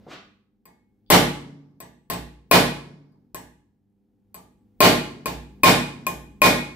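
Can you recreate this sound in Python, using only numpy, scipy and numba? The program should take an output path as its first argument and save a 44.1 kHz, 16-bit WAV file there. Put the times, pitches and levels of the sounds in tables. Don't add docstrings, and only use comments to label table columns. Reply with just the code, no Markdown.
import sys
import numpy as np
from scipy import signal
from scipy.fft import rfft, irfft
from scipy.io import wavfile
from scipy.ndimage import uniform_filter1d, minimum_filter1d
from numba import njit

SR = 44100
rng = np.random.default_rng(int(sys.argv[2]) if len(sys.argv) > 2 else 0)


def volts(x):
    e = np.asarray(x, float) / 20
    return 10 ** e


def wav_record(signal):
    frames = np.transpose(np.atleast_2d(signal))
    bounded = np.clip(frames, -1, 1)
    quanta = np.round(bounded * 32767).astype(np.int16)
    wavfile.write(sys.argv[1], SR, quanta)


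N = 297675
FREQS = np.fft.rfftfreq(N, 1 / SR)
TIME = np.arange(N) / SR

# start_s, strength_db, extra_into_vise_db, extra_brightness_db, extra_onto_sheet_db
BLOWS = [(0.655, -43, -0.7, -2.5, 5.5), (1.102, 11.5, -11.5, 0, -5), (1.803, -30.5, -1.5, -0.8, 9.5),
         (2.100, -12, -9.5, -2.8, 1.4825), (2.134, -27, 6.5, 0.8, 2.5), (2.513, 10.5, 3, -1.8, 6.5),
         (3.121, -69, -11, -27, 0), (3.346, -23.5, -2.5, 2, 11), (4.344, -33.5, -1.4164, 3, -6.5),
         (4.805, 13, 3.5, 1.5, -9.2), (5.258, -12, 1.5, -3.5, -10.5), (5.634, 12, 6.5, -1.5, 2.5),
         (6.067, -13.5, 9, 4.5, 2.0116), (6.418, 9, 11, -1, 9)]


def over_hz(table, hz, axis=1):
    rows = np.array(table, float)
    return np.interp(np.log(np.maximum(hz, 1)), np.log(rows[:, 0]), rows[:, axis])


def coloured(spectrum, channels=1):
    x = irfft(rfft(rng.standard_normal((channels, N))) * volts(over_hz(spectrum, FREQS)), N)
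    return x / np.sqrt(np.mean(x ** 2))


def click(spectrum):
    cepstrum = irfft(np.log(volts(over_hz(spectrum, np.fft.rfftfreq(2048, 1 / SR)))))
    cepstrum[1:1024] *= 2
    cepstrum[1025:] = 0
    pulse = irfft(np.exp(rfft(cepstrum)))
    return pulse / np.sqrt(np.sum(pulse ** 2))


def fade(t60_s, s):
    return np.exp(-np.log(1000) * s / t60_s)


def envelope(start_s, attack_s, hold_s, t60_s, db):
    s = TIME - start_s
    return volts(db) * np.clip(s / attack_s, 0, 1) ** 2 * fade(t60_s, np.maximum(s - attack_s - hold_s, 0))


def add(track, start_s, x):
    i = int(start_s * SR)
    track[i:i + len(x)] += x[:N - i]


def ring(modes, push_s):
    s = np.arange(SR) / SR
    out = np.zeros(SR)
    for hz, db, t60_s in modes:
        level_shift_db, detune = rng.standard_normal(2) * [1.5, .0015]
        out += volts(db + level_shift_db) * fade(t60_s, s) * np.sin(2 * np.pi * hz * (1 + detune) * s)
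    return out * (1 - np.exp(-s / push_s))


def answer(strength_db, extra_db, level_db, slope, share):
    return volts(level_db + slope * strength_db + share * extra_db)


def snap_gain(strength_db, bright_db):
    return answer(strength_db, bright_db, level_db=-5, slope=.82, share=0.62)


def background():
    # pitch_hz, level_db_rms
    hum_lines = [(102.3, -73.5), (199.2, -70), (226.1, -84.5), (301.5, -76.5), (376.8, -86.5),
                 (398.4, -80.5), (500.6, -84)]
    # freq_hz, density_db_per_hz
    rumble = [(20, -22.5), (40, -4), (70, -8.5), (105, -6.5), (160, -16), (220, 0.5), (330, -12.5),
              (520, -24), (620, -29.5), (800, -21.5), (1000, -34.5), (9000, -49), (16500, -43)]
    # time_s, level_db
    settle = [(0, 10), (.5, -6), (1.0, -1.06), (3.3, -1), (3.8, -5), (4.75, 4), (5.5, 11.5), (6.75, 9.5)]
    rumble_db = -61
    hum = np.zeros(N)
    for k, (hz, db) in enumerate(hum_lines):
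        waver_db = 2 * uniform_filter1d(rng.standard_normal(N), SR // 10) * np.sqrt(SR // 10)
        hum += np.sqrt(2) * volts(db + waver_db) * np.sin(2 * np.pi * hz * TIME + k)
    mid, side = coloured(rumble, channels=2) * volts(rumble_db - 6.5)
    both = hum + mid + volts(-7) * side * np.array([[1], [-1]])
    return both * volts(np.interp(TIME, *np.transpose(settle)))


def workshop(build_s):
    # freq_hz, level_db, first_t60_s, late_t60_s, late_share_db
    shop = [(60.5, -1.5, 0.57, 0.51, -19.5), (205, -3, 0.63, 2.1, -22.5), (394, 3, 0.4, 1.1, -22.5),
            (554.5, 4, 0.36, 0.77, -21.5), (1292, 8, 0.43, 0.86, -25.5), (3050, 7.5, 0.47, 0.57, -24.5),
            (5120, 7, 0.39, 0.85, -28),
            (8000, 0, .44, .6, -28), (11000, 1.5, .37, .5, -28), (15500, -1, .27, .36, -24)]
    # freq_hz, likeness_0_to_1
    likeness = [(40, .75), (100, .93), (170, .96), (350, .8), (700, .5), (1500, .15), (3000, 0), (16000, 0)]
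    bass_build_hz = 150
    size = int(1.5 * SR)
    s, hz = np.arange(size) / SR, np.fft.rfftfreq(size, 1 / SR)
    mid, side = rfft(rng.standard_normal((2, size)))
    out = np.zeros((2, size))
    for centre_hz in 40 * 2 ** np.arange(0, 9, 1 / 3):
        offset = np.clip(3 * np.log2(np.maximum(hz, 1) / centre_hz), -1, 1)
        band = np.cos(np.pi / 2 * offset) ** 2
        db, first_s, late_s, late_db = (over_hz(shop, centre_hz, axis=k) for k in range(1, 5))
        decay = fade(first_s, s) + volts(late_db) * fade(late_s, s)
        gather = (1 - np.exp(-s / build_s / (1 + bass_build_hz / centre_hz))) ** 2
        alike = over_hz(likeness, centre_hz)
        m = np.sqrt(1 + alike) * irfft(mid * band, size)
        d = np.sqrt(1 - alike) * irfft(side * band, size)
        out += volts(db) * decay * gather * np.array([m + d, m - d])
    return out


def far_bang():
    low = coloured([(60, -19), (150, 4.5), (500, 4), (1100, -10), (3000, -49)])[0]
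    high = coloured([(400, -7.0), (1100, -0.5), (2200, -3.5), (4500, -7.5), (8000, -20.5), (9500, -30),
                     (16000, -32.5)])[0]
    rattle_s, rattle_attack_s = .066, .05
    scrape = TIME < rattle_s + rattle_attack_s / 2
    knock = envelope(.064, attack_s=.002, hold_s=0, t60_s=.1, db=-48.5)
    thud = envelope(.066, attack_s=.004, hold_s=.07, t60_s=.16, db=-52.5)
    rattle = envelope(rattle_s, rattle_attack_s, hold_s=.025, t60_s=.16, db=-47)
    return low * (volts(-65.5) * scrape + knock + thud) + high * (volts(-75) * scrape + rattle)


def finger_ticks():
    # start_s, level_db, pitch_hz
    ticks = [
        (1.0631, -62, 4000),
        (3.8991, -82, 8800),
    ]
    out = np.zeros(N)
    for t, db, hz in ticks:
        modes = [(.88 * hz, 0, .012), (hz, -6, .012), (1.15 * hz, -2, .012)]
        add(out, t, volts(db) * ring(modes, push_s=.0003))
    return out


def loose_spanner():
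    # pitch_hz, level_db, t60_s
    spanner = [(2191, 0, .65), (2180, -4, .45), (2207, -8, .3)]
    # start_s, level_db
    jingles = [(0.655, -63.5), (1.102, -29.5), (2.100, -57.5), (2.514, -33.5), (4.805, -32.5),
               (5.257, -58.5), (5.634, -33), (6.066, -61), (6.418, -20)]
    out = np.zeros(N)
    for t, db in jingles:
        add(out, t, volts(db) * ring(spanner, push_s=0.0037))
    return out


def sheet_and_washer():
    # pitch_hz, level_db, t60_s
    sheet = [(1750, 0, .02), (1950, 0, .02), (2150, -4, .02)]
    # pitch_hz, level_db, t60_s
    washer = [(860, 0, .05), (690, -6, .04), (960, -2, .04), (1160, -5, .03)]
    out = np.zeros(N)
    for t, db, _, _, sheet_db in BLOWS:
        add(out, t, answer(db, sheet_db, -27.5, slope=.7, share=0.77) * ring(sheet, push_s=0.0028))
        add(out, t, answer(db, sheet_db, -21.5, slope=0.66, share=-.15) * ring(washer, push_s=0.0008))
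    return out


def bench_thump():
    # pitch_hz, level_db, t60_s
    top = [(63.2, -4, 0.22), (95.6, -8.5, 0.4), (114.4, -5, .45), (145.5, -8.5, 0.73), (176.1, 2.5, 0.31),
           (244.4, -6, 0.67), (277, -6.5, 0.57), (295.7, -9, .4), (350.3, -5, 0.42), (436.2, -5, 0.36),
           (471, -5, 0.33), (638, -13, .15)]
    # pitch_hz, level_db, t60_s
    legs = [(61, 0, .42), (54, -5, .35)]
    full_sway_db = -11.5
    sway_rise = np.clip(np.arange(SR) / SR / .1, 0, 1) ** 2
    out = np.zeros(N)
    for t, db, vise_db, _, sheet_db in BLOWS:
        add(out, t, answer(db, vise_db, -24.5, slope=0.76, share=-.1) * ring(top, push_s=0.02))
        push_db = min(db, full_sway_db) - max(db, 0) / 4
        sway = answer(push_db, sheet_db, -10, slope=1.4, share=-.15)
        add(out, t, sway * ring(legs, push_s=.03) * sway_rise)
    return out


def steel_rings():
    # pitch_hz, level_db, t60_s
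    jaw = [(1061, 0, .13), (1045, -9, .06), (678, -18, .06), (710, -18, .06), (860, -12, .07),
           (1507, -20, .05)]
    # pitch_hz, level_db, t60_s
    slide = [(2462, 0, .11), (2492, -3, .07), (5262, -23, .2)]
    # pitch_hz, level_db, t60_s
    head = [(12400, -1, .065), (15300, -3, .045), (8020, -6, .2)]
    # pitch_hz, level_db, t60_s
    face = [(11800, -1, 0.013), (10300, -2.5, .012), (13500, -4, .01)]
    # pitch_hz, level_db, t60_s
    peen = [(4760, 0, .16), (9930, -5, .05)]
    vise_damps_head = 0.28
    out = np.zeros(N)
    for t, db, vise_db, bright_db, sheet_db in BLOWS:
        head_db = bright_db - vise_damps_head * vise_db
        add(out, t, answer(db, vise_db, -11.5, slope=0.91, share=0.41) * ring(jaw, push_s=0.0016))
        add(out, t, answer(db, vise_db, -19, slope=0.93, share=1.2) * ring(slide, push_s=0.00033))
        add(out, t, answer(db, head_db, -15.5, slope=0.68, share=0.78) * ring(head, push_s=.0002))
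        add(out, t, snap_gain(db, bright_db) * volts(-12) * ring(face, push_s=.0002))
        add(out, t, answer(db, sheet_db, -28.5, slope=0.68, share=-0.36) * ring(peen, push_s=.0002))
    return out


def hammer_contacts():
    # freq_hz, level_db
    dull_spectrum = [(60, -25.5), (200, 1), (600, 1), (1200, -7.5), (2500, -9), (4000, -10), (7000, -14.5)]
    # freq_hz, level_db
    snap_spectrum = [(1500, -36), (3500, -12), (6500, -3), (9000, -7), (13000, 2), (15500, -1),
                     (17000, -6.5)]
    crack, grind = np.zeros((2, N))
    grit, fizz = coloured(dull_spectrum)[0], coloured(snap_spectrum)[0]
    dull, bright = click(dull_spectrum), click(snap_spectrum)
    s = np.arange(SR // 10) / SR
    for t, db, _, bright_db, _ in BLOWS:
        snap = snap_gain(db, bright_db)
        i = int(t * SR)
        add(crack, t, volts(db + 8.5) * dull + snap * volts(4.5) * bright)
        add(grind, t, snap * volts(-0.5) * fade(0.004, s) * fizz[i:i + len(s)])
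        add(grind, t, volts(db - 12.5) * fade(0.092, s) * grit[i:i + len(s)])
    return crack, grind


def scene():
    far = far_bang()
    ticks = finger_ticks()
    bench = bench_thump()
    steel = steel_rings() + loose_spanner()
    crack, grind = hammer_contacts()
    crack = crack + sheet_and_washer() + ticks
    chatter = grind + ticks
    sent = crack + volts(-12.5) * chatter + volts(-20) * steel + volts(-4.0) * bench + volts(-3.5) * far
    echo = signal.fftconvolve(sent[None], workshop(build_s=0.0055), axes=1)[:, :N]
    near = volts(-10.5) * crack + chatter + steel
    port_lag_s = 8e-5
    late = irfft(rfft(near) * np.exp(-2j * np.pi * FREQS * port_lag_s), N)
    direct = np.array([late * volts(1.46), near * volts(-2.75)])
    direct = direct + bench * volts(np.array([[-1.2], [1.2]])) + volts(3.5) * far
    return direct + volts(-32) * echo * volts(np.array([[-.5], [.5001]])) + background()


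@njit
def follow(x, attack, release):
    e, out = 0., np.empty(len(x))
    for i in range(len(x)):
        e += (x[i] - e) * (attack if x[i] > e else release)
        out[i] = e
    return out


def limiter(dry):
    attack_s, release_s = .0002, 0.014
    ahead = -minimum_filter1d(-np.abs(dry).max(0), size=49)
    level = follow(ahead, 1 / (attack_s * SR), 1 / (release_s * SR))
    gain = np.minimum(1, volts(2.0) / (level + 1e-9))
    return np.tanh(0.59 * dry * gain) / 0.61


def top_cut(x):
    return signal.sosfilt(signal.butter(12, 16810, fs=SR, output="sos"), x)


def record(dry):
    response = volts(over_hz([(30, -5), (45, 1.5), (15600, -1.5), (15800, -27.5), (16800, -37.0),
                            (17200, -65.5)], FREQS))
    mix = irfft(rfft(limiter(dry)) * response, N)
    return top_cut(mix)


dry = scene()
out = record(dry)
wav_record(out)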